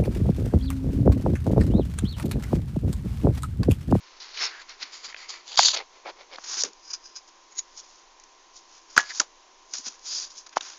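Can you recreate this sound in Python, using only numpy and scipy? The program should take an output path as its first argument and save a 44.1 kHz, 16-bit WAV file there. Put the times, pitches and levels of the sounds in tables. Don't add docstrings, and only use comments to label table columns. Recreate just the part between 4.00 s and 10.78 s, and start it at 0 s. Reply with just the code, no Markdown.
import sys
import numpy as np
from scipy import signal
from scipy.fft import rfft, irfft
from scipy.io import wavfile

SR = 44100
rng = np.random.default_rng(int(sys.argv[2]) if len(sys.argv) > 2 else 0)


def generate_wav(sig):
    pcm = np.round(np.clip(np.atleast_2d(sig).T, -1, 1) * 32767).astype(np.int16)
    wavfile.write(sys.argv[1], SR, pcm)


N = 298998
TIME = np.arange(N) / SR


def from_db(db):
    return 10 ** (np.asarray(db) / 20)


def unit_rms(x):
    return x / np.sqrt(np.mean(x ** 2) + 1e-20)


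def butter(x, hz, kind, order=2):
    return signal.sosfilt(signal.butter(order, hz, kind, fs=SR, output="sos"), x)


def steep_lowpass(x, hz):
    return signal.sosfilt(signal.ellip(10, .1, 80, hz, fs=SR, output="sos"), x)


def coloured(x, spectrum):
    hz, db = np.transpose(spectrum)
    bins_hz = np.maximum(np.arange(N // 2 + 1) * SR / N, 1)
    low_cut = 1 / (1 + (hz[0] / bins_hz / 2) ** 4)
    gain = from_db(np.interp(np.log(bins_hz), np.log(hz), db))
    return unit_rms(irfft(rfft(x) * low_cut * gain, N))


def resonant(x, modes, alternate=True):
    out = 0
    for k, (hz, width_hz, db) in enumerate(modes):
        radius = np.exp(-np.pi * width_hz / SR)
        feedback = [1, -2 * radius * np.cos(2 * np.pi * hz / SR), radius ** 2]
        sign = (-1) ** k if alternate else 1
        out += sign * from_db(db) * signal.lfilter([1 - radius, 0, radius - 1], feedback, x)
    return unit_rms(out)


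def drift(rate_hz):
    return unit_rms(np.interp(TIME * rate_hz, np.arange(N), rng.standard_normal(N)))


def swell(start_s, rise_s):
    age = np.clip((TIME - start_s) / rise_s, 0, 20)
    return age * np.exp(1 - age) * (age < 20)


def friction(slips_per_s, spread_db, judder_db):
    sizes = from_db(spread_db * np.minimum(rng.exponential(1, N), 4)) * rng.standard_normal(N)
    slips = rng.random(N) < slips_per_s / SR
    return sizes * slips * from_db(judder_db * drift(260))


def bursts(events, width, crack_db):
    out, noise = np.zeros(N), rng.standard_normal(N)
    for start_s, db, hz, rise_s in events:
        span = slice(int(start_s * SR), int((start_s + 20 * rise_s) * SR))
        envelope = swell(start_s, rise_s)[span]
        ring = unit_rms(butter(noise[span], [hz / (1 + width), hz * (1 + width)], "band"))
        crack = unit_rms(butter(noise[span], [hz / 4, min(2 * hz, 7000)], "band", order=3))
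        burst = unit_rms(envelope * (ring + from_db(crack_db) * crack))
        out[span] += from_db(db) * burst * np.sqrt(np.mean(envelope ** 2))
    return out


# freq_hz, gain_db
ROOM_SPECTRUM = [(20, 15.5), (55, -21), (100, -26), (180, -11.5), (270, -6), (340, 3.5), (460, -0.5),
                 (800, 2), (1050, 1.5), (1400, -2.5), (2600, -3.5), (4500, -3.5), (6300, 0), (7300, -3.5)]


def room_hiss(level_db=-56.5):
    noise = coloured(rng.standard_normal(N), ROOM_SPECTRUM)
    return from_db(level_db) * unit_rms(butter(noise, 8200, "low", order=6))


# pitch_hz, rms_db
FAN_TONES = [(349.9, -82), (780.6, -74), (866.7, -80.5), (952.8, -67.5), (995.9, -75.5), (1039, -65),
             (1125, -72), (1319, -95.5)]


def fan(speed_waver=0.0011):
    rotor_s = TIME + speed_waver * np.cumsum(drift(7.1)) / SR
    return sum(np.sqrt(2) * from_db(db) * np.sin(2 * np.pi * (hz * rotor_s + rng.random()))
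               for hz, db in FAN_TONES)


def reflections(x, wet_db=-30, t60_s=0.24):
    age_s = TIME[:SR // 3]
    tail = rng.standard_normal(len(age_s)) * from_db(-60 * age_s / t60_s) * (age_s > .003)
    return from_db(wet_db) * signal.fftconvolve(x, tail / np.sqrt(np.sum(tail ** 2)))[:N]


# start_s, level_db, centre_hz, rise_s
DESK_THUDS = [(.828, -61, 270, 0.0067), (1.075, -62, 222, 0.0033), (1.591, -31, 138, 0.00077),
              (2.64, -44, 347, 0.015), (4.967, -37.5, 366, 0.0032), (4.977, -21, 220, 0.0011),
              (5.2, -35, 346, 0.0026), (5.79, -52.5, 240, 0.0038), (5.865, -52, 282, 0.0082)]


def thuds():
    return bursts(DESK_THUDS, width=0.33, crack_db=-43)


# start_s, level_db, centre_hz
PAPER_TICKS = [(0.3734, -31, 2340), (.409, -31, 2200), (0.4525, -25, 5200), (.693, -39.5, 5260),
               (1.126, -38, 2100), (1.144, -30.5, 1880), (1.163, -38, 2280), (1.478, -38, 4600),
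               (1.557, -29.5, 4530), (1.574, -14, 4300), (1.5895, -8.5, 4200), (1.5916, -14, 1900),
               (1.6308, -12.5, 6260), (1.6835, -12, 4300), (2.3586, -36.5, 3740), (2.6356, -13.5, 5820),
               (2.732, -43.5, 5500), (3.5525, -43, 6800), (4.1987, -44, 6260), (4.2372, -42.5, 6060),
               (4.9632, -28.5, 5700), (4.976, -20.5, 5900), (5.1979, -12, 5600), (5.2007, -13, 5700),
               (5.7365, -23, 5540), (5.993, -46.5, 5470), (6.492, -44, 4960), (6.6082, -29, 3360)]


def ticks(rise_s=.0012):
    return bursts([(*tick, rise_s) for tick in PAPER_TICKS], width=0.25, crack_db=-10)


# start_s, chatter_db, ring_db, chatter_t60_s
LANDINGS = [(4.965, -22, -29.5, 0.11), (4.98, -25, -19, 0.15), (5.203, -25.5, -51, 0.096)]
# pitch_hz, level_db, t60_s
SQUARE_MODES = [(958, -16.5, 0.18), (1460, -8, 0.093), (1685, -3, 0.17), (1917, -10, 0.143),
                (2920, -20, 0.18), (3300, -5, 0.034), (3903, -30.5, 0.25), (4480, -26, 0.25),
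                (5140, -22.5, 0.2), (6210, -25, 0.13), (6051, -26, 0.15), (6340, -18.5, 0.268)]


def rattles():
    spectrum_hz_db = [(200, -13), (700, 2.5), (1100, 7.5), (1600, -3.5), (2500, -3), (4000, -1),
                      (6200, 2.5), (7500, 3), (9000, -28.5)]
    chatter = coloured(friction(4600, spread_db=1.65, judder_db=2.01), spectrum_hz_db)
    out = np.zeros(N)
    for start_s, chatter_db, ring_db, chatter_t60_s in LANDINGS:
        start = int(start_s * SR)
        age_s = TIME[:min(SR // 2, N - start)]
        span = slice(start, start + len(age_s))
        ring = sum(from_db(db - 60 * age_s / t60_s) * np.sin(2 * np.pi * (hz * age_s + rng.random()))
                   for hz, db, t60_s in SQUARE_MODES)
        buzz = from_db(chatter_db - 60 * age_s / chatter_t60_s) * chatter[span]
        out[span] += from_db(ring_db) * ring + buzz
    return out


# start_s, level_db, pitch_hz, rise_s
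DESK_KNOCKS = [(1.582, -22.5, 1020, 0.0014), (1.5928, -2.5, 746, 0.00096), (2.0597, -27.5, 630, 0.0007),
               (2.0884, -27, 746, 0.00067), (2.385, -25.5, 1000, 0.00023), (2.6369, -30, 460, 0.0019),
               (4.9666, -13.5, 1210, 0.00056), (4.978, 5.5, 1375, 0.00079), (4.99, -17.5, 1130, 0.00069),
               (4.9973, -18.5, 1580, 0.0012), (5.2012, -15.5, 1295, 0.0014), (6.5697, -5.5, 807, 0.00053)]


def knocks(stiffening=0.48):
    out = np.zeros(N)
    for start_s, db, hz, rise_s in DESK_KNOCKS:
        age_s = np.maximum(TIME - start_s, 0)
        relaxed = 1 - np.exp(-np.minimum(age_s / rise_s, 20))
        cycles = hz * (age_s + stiffening * rise_s * relaxed)
        out -= from_db(db) * swell(start_s, rise_s) * np.sin(2 * np.pi * cycles)
    return out


# start_s, end_s, level_db, pitch_hz
SUNG_TONES = [(0.389, 0.482, -29, 5300), (0.49, 0.626, -45.5, 1650), (1.158, 1.294, -50, 2130),
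              (5.092, 5.132, -42, 1690), (5.093, 5.128, -43, 1920), (6.038, 6.28, -35.5, 4850)]


def singing(width_hz=230):
    out, noise = np.zeros(N), rng.standard_normal(N)
    for start_s, end_s, db, hz in SUNG_TONES:
        span = slice(int(start_s * SR), int(end_s * SR))
        tone = resonant(noise[span], [(hz, width_hz, 0)])
        out[span] += from_db(db) * np.sin(np.linspace(0, np.pi, len(tone))) * tone
    return out


def stroke_gains(strokes, swing_db=20, body_share=0.79):
    power = np.zeros((2, N))
    for peak_s, attack_s, hold_s, release_s, hiss_db, body_db in strokes:
        end_s = peak_s + hold_s
        span = slice(max(int((peak_s - 3 * attack_s) * SR), 0), int((end_s + 3 * release_s) * SR))
        slowing = np.maximum((peak_s - TIME[span]) / attack_s, (TIME[span] - end_s) / release_s)
        drop_db = swing_db * np.maximum(slowing, 0)
        power[:, span] += from_db([hiss_db - drop_db, body_db - body_share * drop_db]) ** 2
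    return np.sqrt(power)


# centre_hz, width_hz, gain_db
PLATE_MODES = [(3360, 55, -14), (3906, 12, 1), (4390, 92, -1), (4560, 81, -2), (4770, 24, -4.5),
               (4994, 79, -1), (5770, 24, -7.5), (6650, 21, 2), (6600, 22, -2), (6920, 79, 5.5)]


def rub(strokes, grain, hiss_trim_db, body_trim_db, plate_db, split_hz=3000):
    hiss_gain, body_gain = stroke_gains(strokes)
    plate = from_db(plate_db) * resonant(grain, PLATE_MODES, alternate=False)
    rubbing = butter(grain + plate, 7500, "low", order=8)
    hiss = unit_rms(butter(rubbing, split_hz, "high", order=6))
    body = unit_rms(butter(rubbing, split_hz, "low", order=6))
    return from_db(hiss_trim_db) * hiss_gain * hiss - from_db(body_trim_db) * body_gain * body


# peak_s, attack_s, hold_s, release_s, hiss_db, body_db
FINGER_STROKES = [(1.765, 0.0088, 0.0074, 0.036, -28, -36.5), (1.79, 0.026, 0.026, .012, -49, -39),
                  (1.95, 0.06, .02, .08, -58.5, -57), (2.059, 0.012, 0.01, 0.036, -46.5, -35),
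                  (2.083, 0.026, .018, 0.019, -45.5, -40.5), (2.205, .05, 0.0069, 0.038, -50.5, -47),
                  (2.334, 0.04, 0.015, 0.032, -46.5, -46.5), (2.384, 0.0044, 0.0024, 0.0057, -48, -38.5)]
# freq_hz, gain_db
FINGER_SPECTRUM = [(200, -20.5), (330, 2), (480, 9), (880, 7), (1150, 3), (1750, -0.5), (2200, 4),
                   (2900, -12), (3500, -11), (4400, -13), (5000, -14.5), (5350, -14), (5800, -18),
                   (6800, -25)]


def finger_drag():
    grain = coloured(friction(6000, spread_db=1.4, judder_db=1.9), FINGER_SPECTRUM)
    return rub(FINGER_STROKES, grain, hiss_trim_db=0, body_trim_db=-0.5, plate_db=-24)


# peak_s, attack_s, hold_s, release_s, hiss_db, body_db
CORNER_STROKES = [(2.87, 0.11, .01, .05, -48, -75), (2.912, 0.039, .004, .012, -33.5, -48),
                  (2.935, 0.0069, 0.0039, 0.024, -26, -45), (3.06, 0.065, .006, 0.088, -46, -64),
                  (3.163, .016, 0.0025, 0.03, -34, -51.5)]
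# centre_hz, width_hz, gain_db
CORNER_MODES = [(1000, 120, -14), (1565, 190, -12), (2400, 260, -16.5), (4260, 430, -15), (4860, 170, 3.5),
                (5230, 510, -1), (5930, 140, 1.5), (6570, 460, -5)]


def corner_squeak():
    grain = resonant(friction(9000, spread_db=0.94, judder_db=2.1), CORNER_MODES)
    return rub(CORNER_STROKES, grain, hiss_trim_db=-1.5, body_trim_db=-1, plate_db=-18)


# peak_s, attack_s, hold_s, release_s, hiss_db, body_db
TIP_STROKES = [(3.52, 0.018, 0.0097, 0.0097, -49.5, -60), (3.558, 0.0079, .012, .03, -47, -61),
               (3.588, 0.015, 0.003, 0.018, -24.5, -47)]
# centre_hz, width_hz, gain_db
TIP_MODES = [(990, 620, -18), (2050, 330, -13), (3950, 140, -11.5), (4430, 170, -11), (5570, 350, -8.5),
             (6140, 130, -7), (6740, 125, 5)]


def tip_squeal():
    grain = resonant(friction(9000, spread_db=1.6, judder_db=1.4), TIP_MODES)
    return rub(TIP_STROKES, grain, hiss_trim_db=0.6, body_trim_db=-1.5, plate_db=-13)


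# peak_s, attack_s, hold_s, release_s, hiss_db, body_db
DRAG_STROKES = [(.5, 0.046, 0.08, 0.11, -56, -51), (.618, 0.036, 0.0037, .02, -44.5, -47),
                (.932, .025, 0.016, 0.13, -39.5, -49.5), (1.045, 0.022, 0.013, 0.032, -34.5, -45),
                (1.09, 0.017, 0.016, 0.034, -43, -46.5), (1.168, 0.011, 0.07, 0.065, -46.5, -50),
                (1.296, 0.013, 0.0094, 0.026, -30, -44.5), (1.33, .04, 0.013, 0.087, -42.5, -45.5),
                (5.06, .05, 0.027, .04, -45, -52), (5.098, 0.026, 0.0096, 0.03, -35.5, -49)]
# freq_hz, gain_db
DRAG_SPECTRUM = [(220, -36.5), (380, -14), (650, -15.5), (1050, -8), (1350, -6), (1650, -9.5), (2130, -3),
                 (2700, -10.5), (3400, -4), (4200, 3.5), (4750, 11), (5400, 4.5), (6300, 3), (7000, 8)]


def face_drag():
    grain = coloured(friction(16000, spread_db=0.88, judder_db=0.8), DRAG_SPECTRUM)
    return rub(DRAG_STROKES, grain, hiss_trim_db=-2.5, body_trim_db=1, plate_db=-22.5)


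# peak_s, attack_s, hold_s, release_s, hiss_db, body_db
FACE_STROKES = [(.03, 0.23, 0.15, .03, -56.5, -59), (.204, 0.0089, 0.0093, 0.078, -39.5, -52.5),
                (.22, .02, .04, 0.36, -47, -53), (.375, 0.066, 0.016, .05, -34.5, -49),
                (.415, 0.05, 0.039, 0.067, -30, -34), (.695, 0.016, 0.0012, 0.073, -41.5, -45.5),
                (.828, 0.03, 0.0048, 0.017, -31, -39), (.855, .02, 0.00064, 0.1, -45, -48)]
# freq_hz, gain_db
FACE_SPECTRUM = [(220, -34), (400, -7), (530, -15), (800, -7), (1300, -1), (1700, -2), (2100, 0),
                 (3200, -9.5), (4250, -1.5), (4750, -4.5), (5270, -3.5), (5750, -6), (6300, -11.5),
                 (7300, -16)]


def face_slide():
    grain = coloured(friction(14000, spread_db=0.78, judder_db=0.72), FACE_SPECTRUM)
    return rub(FACE_STROKES, grain, hiss_trim_db=-1.5, body_trim_db=-1, plate_db=-16)


# peak_s, attack_s, hold_s, release_s, hiss_db, body_db
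SKIM_STROKES = [(2.442, 0.0055, 0.0022, 0.017, -36, -43.5), (2.505, 0.091, 0.047, .03, -31.5, -42.5),
                (2.582, 0.036, 0.0085, 0.026, -27, -37), (2.608, 0.037, 0.013, 0.016, -24, -44),
                (2.645, 0.012, 0.0067, 0.039, -33, -40), (3.28, .012, 0.0066, 0.022, -50, -60),
                (3.778, 0.03, 0.026, .012, -39.5, -58), (3.84, 0.4, 0.14, .1, -56, -65.5),
                (4.565, 0.032, .008, 0.047, -44, -65), (4.73, .12, .05, .08, -53.5, -63),
                (4.905, 0.046, 0.065, .02, -50, -59), (5.155, 0.067, .025, .04, -34.5, -49),
                (5.738, 0.0064, 0.0035, 0.042, -34, -42), (5.76, 0.058, 0.017, .07, -35, -56),
                (5.866, 0.046, 0.016, 0.035, -33, -47.5), (5.92, 0.035, .03, 0.055, -51.5, -57.5),
                (6.065, 0.044, 0.18, 0.051, -35.5, -51.5), (6.125, 0.068, 0.044, 0.074, -32.5, -53.5),
                (6.308, 0.027, 0.0051, 0.029, -44, -59), (6.374, 0.051, 0.009, 0.06, -39.5, -57.5),
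                (6.467, 0.0058, 0.0052, 0.007, -43, -47.5), (6.53, 0.009, 0.0064, 0.014, -54, -50),
                (6.562, 0.0033, .02, 0.0045, -37, -36.5), (6.609, 0.0026, 0.0027, 0.016, -39, -40.5),
                (6.625, .012, 0.07, 0.15, -43, -49)]
# freq_hz, gain_db
SKIM_SPECTRUM = [(170, -41.5), (320, -18), (550, -22), (1000, -13), (1550, -12), (1900, -16), (2400, -15),
                 (2800, -16.5), (3800, -9), (4500, -6.5), (4900, -0.5), (5350, 0.5), (5900, 2.5),
                 (7000, -1.5)]


def edge_skim():
    grain = coloured(friction(18000, spread_db=0.61, judder_db=1.6), SKIM_SPECTRUM)
    return rub(SKIM_STROKES, grain, hiss_trim_db=-0.83, body_trim_db=-2, plate_db=-15.5)


# peak_s, attack_s, hold_s, release_s, hiss_db, body_db
SCRAPE_STROKES = [(1.485, .04, 0.013, 0.026, -41.5, -45.5), (1.52, .03, 0.033, 0.0082, -42, -43),
                  (1.576, .007, .06, 0.049, -19.5, -32.5), (1.652, .015, .034, .02, -17.5, -34),
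                  (1.7, .02, .02, 0.024, -28.5, -43.5), (1.74, .015, .012, 0.0092, -26.5, -29)]
# freq_hz, gain_db
SCRAPE_SPECTRUM = [(200, -42), (500, -18), (750, -15.5), (950, -13), (1200, -15), (2300, -18.5),
                   (2900, -12), (3400, -6), (4000, -4), (4700, 2), (5300, -9), (6200, -4), (6900, -2.5),
                   (7600, -0.5)]


def edge_scrape():
    grain = coloured(friction(20000, spread_db=0.66, judder_db=2.25), SCRAPE_SPECTRUM)
    return rub(SCRAPE_STROKES, grain, hiss_trim_db=0.5, body_trim_db=-2.5, plate_db=-22)


def scene(mic_bass_hz=192):
    blows = ticks() + thuds() + rattles() + butter(knocks(), mic_bass_hz, "high", order=4)
    rubs = face_slide() + face_drag() + edge_scrape() + edge_skim() + finger_drag()
    squeaks = corner_squeak() + tip_squeal() + singing()
    desk = blows + rubs + squeaks
    return (desk + reflections(desk) + fan() + room_hiss())[None]


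def record(dry, band_top_hz=7140, mirror_hz=8000, overload=0.76, cutoff_hz=15800):
    narrow = signal.fftconvolve(dry, signal.firwin(101, band_top_hz, fs=SR)[None], "same")
    carrier = 2 * np.cos(2 * np.pi * 2 * mirror_hz * TIME)
    mirror = from_db(-32.5) * steep_lowpass(narrow * carrier, hz=8950)
    return steep_lowpass(np.clip(narrow + mirror, -overload, overload), cutoff_hz)


dry = scene()
out = record(dry)
generate_wav(out)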